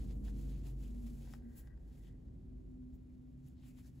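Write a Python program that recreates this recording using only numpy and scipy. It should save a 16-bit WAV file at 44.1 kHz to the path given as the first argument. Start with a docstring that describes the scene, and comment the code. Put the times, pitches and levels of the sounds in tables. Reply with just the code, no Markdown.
"""Sewing a crocheted toy

Hands sew with a plastic needle at a table, close to two microphones. Yarn rubs on yarn and skin in a
fine crackle, a strand is drawn through with a rasp and a bright swish, and the needle ticks.
Behind them lie a low room rumble and a muffled drone, like an engine outdoors, that sags and fades."""
import sys
import numpy as np
from scipy import signal
from scipy.fft import rfft, irfft
from scipy.io import wavfile
from scipy.ndimage import uniform_filter1d

SR = 44100
rng = np.random.default_rng(int(sys.argv[2]) if len(sys.argv) > 2 else 0)


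def put_to_file(sound):
    """Save the sound as 16-bit audio at rate SR, in the file named by the first command-line argument."""
    columns = np.atleast_2d(sound).T  # one column per channel
    safe = np.clip(columns, -1, 1)
    whole_steps = np.round(safe * 32767)
    wavfile.write(sys.argv[1], SR, whole_steps.astype(np.int16))


N = 176400

# how hard the yarn rubs (time [s], relative level [dB], relative treble [dB])
RUB_MOTION = [(0.01, -71.5, -8), (0.08, -78.5, -6), (0.11, -70.5, -11.5), (0.15, -82, -1.5),
              (0.22, -86.5, -1.5), (0.25, -71.5, -6.5), (0.29, -72, -4.5), (0.32, -78.5, -7),
              (0.4, -72.5, -5), (0.45, -76.5, -5.5), (0.5, -71.5, -7), (0.63, -77.5, -8.5),
              (0.67, -69, -4.5), (0.75, -83, -4.5), (0.84, -73, -4), (0.92, -79.5, -5.5), (1.05, -78, -2),
              (1.07, -71, -5), (1.13, -78.5, -2), (1.32, -73.5, -6), (1.34, -72.5, -1), (1.4, -86.5, -9),
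              (1.47, -89.5, -3.5), (1.54, -83, -3), (1.57, -75, 2.5), (1.59, -73.5, 5.5), (1.63, -84.5, 0),
              (1.66, -89, 3), (1.68, -81, -7), (1.69, -90, -9), (1.72, -94, -8), (1.83, -89.5, -5),
              (1.94, -80.5, -7), (2.0, -83, -1), (2.08, -80, -7.5), (2.14, -91, -8.5), (3.42, -91, -7.5),
              (3.48, -80.5, -3.5), (3.54, -90.5, -5), (3.58, -87, -14), (3.69, -77.5, 2),
              (3.72, -83.5, -3.5), (3.76, -85, -4), (3.79, -74.5, -1.5), (3.82, -82.5, -3), (3.87, -79, -1),
              (3.92, -88.5, -4), (3.98, -85, -5)]
# tone colour of rubbing yarn (frequency [Hz], relative level [dB])
YARN_COLOUR = [(150, -12.5), (400, -0.5), (700, 4), (1100, -2), (1800, -0.5), (2700, 0.5), (4000, 0),
               (5600, -2), (7200, 1), (10000, -1), (13000, -2.5), (16000, -4.5)]
# scrapes and swishes (loudest at [s], half length [s], centre [Hz], width [Hz], level [dB])
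SCRAPES = [(0.278, .015, 3200, 1200, -70.5), (0.281, 0.027, 750, 500, -71.5),
           (0.55, 0.061, 2630, 1500, -81), (0.669, 0.015, 2570, 900, -77), (0.667, .04, 786, 400, -76),
           (.85, 0.046, 2830, 1000, -80.5), (1.588, 0.026, 14800, 3500, -64),
           (2.065, 0.038, 3200, 700, -81), (2.076, .08, 1960, 250, -86), (2.948, 0.017, 7500, 3000, -87),
           (2.951, .018, 14500, 3033, -84), (3.11, 0.017, 2300, 600, -93), (3.457, .025, 6580, 2500, -90),
           (3.485, 0.0021, 11800, 3000, -73.5), (3.593, 0.027, 3830, 1090, -87.5),
           (3.645, 0.027, 2980, 1300, -79.5), (3.7, 0.055, 2380, 695, -83),
           (3.792, 0.023, 2500, 1200, -78.5), (3.86, 0.019, 1680, 220, -81), (3.867, .03, 5530, 1500, -80)]
# the strand sliding through the stitches (time [s], level [dB])
STRAND_LEVEL = [(1.2, -100), (1.28, -83), (1.41, -91), (1.46, -81.5), (1.6, -82.5), (1.66, -79),
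                (1.71, -78), (1.738, -79), (1.76, -91), (1.95, -91), (2.07, -89), (2.2, -99), (2.3, -110)]
# tone colour of its rasp (frequency [Hz], relative level [dB])
STRAND_COLOUR = [(500, -28), (1000, -15), (1400, -15), (1600, 3), (1750, -10), (1930, 2), (2200, -20.5),
                 (4000, -30)]
# needle and fingernail ticks (time [s], peak level [dB])
TICKS = [(.279, -56), (.284, -59), (1.274, -58), (1.3368, -46.5), (1.3402, -57), (1.349, -62), (1.423, -71),
         (1.673, -62.5), (1.776, -67), (2.284, -71), (3.106, -73), (3.635, -66), (3.787, -66)]
# the notes in a tick (frequency [Hz], relative level [dB], time to fade by 60 dB [s])
TICK_NOTES = [(620, -12, .06), (790, -4, .024), (980, -4, .015), (1260, -7, .016), (1550, 0, .017),
              (1830, 0, .017), (3100, -6, .006), (3700, -8, .006), (5100, -3, .01), (7200, -6, .005)]
# how alike the hands sound in the two microphones (frequency [Hz], likeness [0-1])
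HAND_LIKENESS = [(300, 0.55), (1000, 0.34), (2800, .78), (5500, 0.58), (7000, 1), (16000, 1)]
# how much louder they are on the left (frequency [Hz], left minus right [dB])
HAND_BALANCE = [(300, 4), (700, 9), (2800, 3), (5500, 5.5), (6600, 0), (16000, 0)]
# how far the left wave runs ahead of the right (frequency [Hz], phase [radians])
HAND_PHASE = [(100, 0), (1200, 0), (2800, .8), (4000, .3), (7100, 0), (9100, -3.14), (10900, -6.2),
              (11600, -6.4), (13350, -9.42), (15200, -12.5), (16000, -12.57)]
# the engine's deep note (time [s], pitch [Hz], level [dB])
ENGINE_NOTE = [(0, 48.83, -42.5), (.35, 49.34, -42.5), (.7, 49.52, -43.5), (1.1, 49.02, -46.5),
               (1.5, 47.96, -57), (2, 47.53, -55), (2.5, 47.7, -55.5), (3, 46.43, -59), (3.4, 47.83, -77),
               (4, 48.3, -63.5)]
# its higher tones (loudest at [s], half length [s], pitch [Hz], glide [Hz/s], level [dB], waver [Hz])
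ENGINE_TONES = [(0.616, 0.27, 134.5, -2, -52, 1.34), (1.22, 0.2, 131, -1.5, -58, 4.1),
                (.25, 0.31, 205, -7.5, -53, 1.16), (.35, 0.65, 272, -17.5, -61.5, 4.92),
                (0.377, 0.29, 243, -5.5, -61, 6), (1.01, 0.138, 243, -9.5, -50, 3),
                (0.91, 0.089, 210, 0, -56.5, 5.1), (1.178, 0.36, 226, -3.5, -57, 2.2),
                (1.46, .1, 240, -8.5, -53.5, 2.01), (1.655, .25, 63, -1, -56, 3),
                (0.24, 0.39, 475, -5, -70, 1.54), (0.544, 0.27, 335, -10.5, -68, 3.95),
                (3.2, 1, 252.5, -3, -60, 0.61), (2.8, .15, 250, 3.5, -57.5, 4.92),
                (3.6, 0.48, 270, -1, -72.5, 2), (2.65, .35, 372, 0.5, -72, 12), (3.6, .35, 134, 0, -61, 4)]
# tone colours of engine rumble, room rumble and hiss (frequency [Hz], relative level [dB])
ENGINE_COLOUR = [(20, -12.5), (40, -8), (62, 2.5), (85, -7.5), (130, -6), (170, -12), (250, -13),
                 (320, -13.5), (400, -18), (520, -25), (800, -34.5), (1300, -47), (3000, -86)]
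ROOM_COLOUR = [(20, -18), (32, -14), (45, -6.5), (58, 1.5), (72, -2), (90, -8.5), (108, -9.5), (127, -4),
               (150, -8), (180, -10.5), (215, -12.5), (255, -10.5), (295, -17), (370, -21), (450, -32),
               (560, -33), (750, -43.5), (1000, -49.5), (1500, -58.5), (4000, -93)]
HISS_COLOUR = [(300, 7), (700, 16.5), (1100, 8.5), (2000, 6), (3500, -1.5), (6000, -9), (8000, -12),
               (10000, -14.5), (13000, -17), (14200, -22), (16000, -23)]
# loudness of the two rumbles (time [s], level [dB])
ENGINE_LEVEL = [(0, -55), (.35, -54), (.8, -56), (1.25, -54), (1.5, -57.5), (2.2, -61.5), (3, -72.5),
                (4, -83)]
ROOM_LEVEL = [(0, -47), (1.5, -59.5), (2.3, -53), (2.8, -54.5), (3.2, -55.5), (4, -56)]
# how alike the background sounds in the two microphones (frequency [Hz], likeness [0-1])
ROOM_LIKENESS = [(30, 1), (70, 0.95), (140, 0.94), (260, 0.61), (450, 0.1), (800, 0.02), (2000, 0),
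                 (5000, 0.4), (7000, 0.9), (16000, .95)]


def rubbing(dull_hz=4500, bright_hz=11000, boost_db=3.5, treble_boost_db=5):
    """Yarn crackles as the hands move; a tight, fast strand sounds brighter."""
    hz, times, spectrum = signal.stft(fibres(), SR, nperseg=256)
    level_db, treble_db = over_time(RUB_MOTION, times)
    treble_share = np.clip(np.log((hz + 1) / dull_hz) / np.log(bright_hz / dull_hz), 0, 1)[:, None]
    # random patches of pitch and time are about 1 dB louder or softer
    patches = uniform_filter1d(rng.standard_normal(spectrum.shape), size=7, axis=0)
    patches_db = unit(uniform_filter1d(patches, size=10, axis=1))
    spectrum *= amp(boost_db + level_db + treble_share * (treble_db + treble_boost_db) + patches_db)
    flutter = amp(wander(rate_hz=45))
    return signal.istft(spectrum, SR, nperseg=256)[1][:, :N] * flutter


def fibres(snags_per_s=2500, spread_db=1.5, snag_share=0.36):
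    """Yarn fibres slide past each other: countless tiny slips, with larger snags among them."""
    snags = (rng.random((2, N)) < snags_per_s / SR) * rng.choice([-1, 1], (2, N))
    snags = snags * amp(spread_db * np.minimum(rng.exponential(1, (2, N)), 5))
    slips = rng.standard_normal((2, N))
    friction = np.sqrt(snag_share) * unit(snags) + np.sqrt(1 - snag_share) * slips
    return stereo(friction, YARN_COLOUR, HAND_LIKENESS)


def scrapes(t, grit_db=2):
    """Tight yarn scrapes over a fingertip or the needle and rings in one broad band each time."""
    hz = np.fft.rfftfreq(N, 1 / SR)
    friction = rfft(fibres())
    out = np.zeros((2, N))
    for peak_s, half_s, centre_hz, width_hz, db in SCRAPES:
        resonance = 1 / (1 + 2j * (hz - centre_hz) / (1.33 * width_hz)) ** 2
        swell = amp(db) * np.exp(-((t - peak_s) / half_s) ** 2)
        out += swell * unit(irfft(friction * resonance, N))
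    return out * amp(grit_db * wander(rate_hz=150))


def strand(t, judder_db=2):
    """The twisted strand judders through the stitches with a narrow rasp."""
    rasp = stereo(rng.standard_normal((2, N)), STRAND_COLOUR, HAND_LIKENESS)
    return rasp * amp(over_time(STRAND_LEVEL, t)[0] + judder_db * wander(rate_hz=200))


def needle(rise_s=.0004, echo_db=-8, echo_s=.13):
    """Needle and fingernail taps ring very briefly, with a little room echo behind them."""
    t = np.arange(SR // 5) / SR
    ticks = np.zeros(N)
    for start_s, peak_db in TICKS:
        detunes = 1 + .015 * rng.standard_normal(len(TICK_NOTES))
        phases = 2 * np.pi * rng.random(len(TICK_NOTES))
        ring = sum(amp(db - 60 * t / fade_s) * np.sin(2 * np.pi * hz * detune * t + phase)
                   for (hz, db, fade_s), detune, phase in zip(TICK_NOTES, detunes, phases))
        ring *= np.minimum(t / rise_s, 1)
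        add(ticks, start_s, amp(peak_db) * ring / abs(ring).max())
    tail = rng.standard_normal((2, len(t))) * amp(-60 * t / echo_s)
    echo = signal.fftconvolve(ticks[None], tail / np.linalg.norm(tail[0]), axes=1)[:, :N]
    return ticks + amp(echo_db) * echo


def place_hands(sound):
    """The handwork reaches each microphone with its own loudness and timing."""
    hz = np.fft.rfftfreq(N, 1 / SR)
    left_gain = amp(over_hz(HAND_BALANCE, hz) / 2) * np.exp(.5j * over_hz(HAND_PHASE, hz))
    return irfft(rfft(sound) * np.array([left_gain, 1 / left_gain]), N)


def engine(t, waver_db=1.65):
    """An engine's deep note and wavering higher tones, heard through the walls."""
    deep_hz, deep_db = over_time(ENGINE_NOTE, t)
    out = amp(deep_db) * np.sin(2 * np.pi * np.cumsum(deep_hz) / SR)
    for peak_s, half_s, hz, glide, db, waver_hz in ENGINE_TONES:
        cycles = np.cumsum(hz + glide * (t - peak_s) + waver_hz * wander(rate_hz=7)) / SR
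        swell = amp(db + waver_db * wander(rate_hz=7)) * np.exp(-((t - peak_s) / half_s) ** 2)
        # the less alike left and right are, the further their waves are out of step
        phases = np.arccos(over_hz(ROOM_LIKENESS, hz)) * np.array([[.5], [-.5]])
        out = out + swell * np.sin(2 * np.pi * cycles + phases)
    return np.sqrt(2) * out


def background(t, hiss_db=-85):
    """Low rumble from the engine and the room, and a faint steady hiss."""
    rumble, room, hiss = (stereo(rng.standard_normal((2, N)), colour, ROOM_LIKENESS)
                          for colour in (ENGINE_COLOUR, ROOM_COLOUR, HISS_COLOUR))
    rumble *= amp(over_time(ENGINE_LEVEL, t)[0])
    room *= amp(over_time(ROOM_LEVEL, t)[0])
    return rumble + room + hiss * amp(hiss_db)


def stereo(noises, colour, likeness):
    """Gives two unrelated noises a tone colour and blends them into partly alike left and right."""
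    hz = np.fft.rfftfreq(N, 1 / SR)
    first, second = rfft(noises)
    alike = over_hz(likeness, hz)
    mid, side = first * np.sqrt(1 + alike), second * np.sqrt(1 - alike)
    return unit(irfft(np.array([mid + side, mid - side]) * amp(over_hz(colour, hz)), N))


def wander(rate_hz):
    """A smooth random wobble of typical size 1; a higher rate makes it quicker."""
    hz = np.fft.rfftfreq(2 * N, 1 / SR)
    spectrum = rfft(rng.standard_normal(2 * N)) * np.exp(-(hz / rate_hz) ** 2)
    return unit(irfft(spectrum))[:N]


def amp(db):
    """Turns decibels into a number to multiply by."""
    return 10 ** (np.asarray(db) / 20)


def unit(x):
    """Scales a signal to an average size (rms) of 1."""
    return x / np.sqrt(np.mean(x ** 2) + 1e-30)


def over_hz(table, hz):
    """Reads a table between its frequencies, with octaves evenly spaced."""
    frequencies, values = np.transpose(table)
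    return np.interp(np.log(hz + 1), np.log(frequencies + 1), values)


def over_time(table, t):
    """Reads each value column of a table at the times t."""
    times, *columns = np.transpose(table)
    return [np.interp(t, times, column) for column in columns]


def add(mix, start_s, sound):
    """Adds a sound to the mix at its start time."""
    part = mix[max(round(start_s * SR), 0):][:len(sound)]
    part += sound[:len(part)]


def scene():
    """The handwork in front of the engine and the room."""
    t = np.arange(N) / SR
    handwork = rubbing() + scrapes(t) + strand(t) + needle()
    return place_hands(handwork) + engine(t) + background(t)


def record(dry, cutoff_hz=15750):
    """Cuts away the very highest treble."""
    low_pass = signal.firwin(511, cutoff_hz, window=("kaiser", 9), fs=SR)
    return signal.oaconvolve(dry, low_pass[None], "same")


dry = scene()
out = record(dry)
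put_to_file(out)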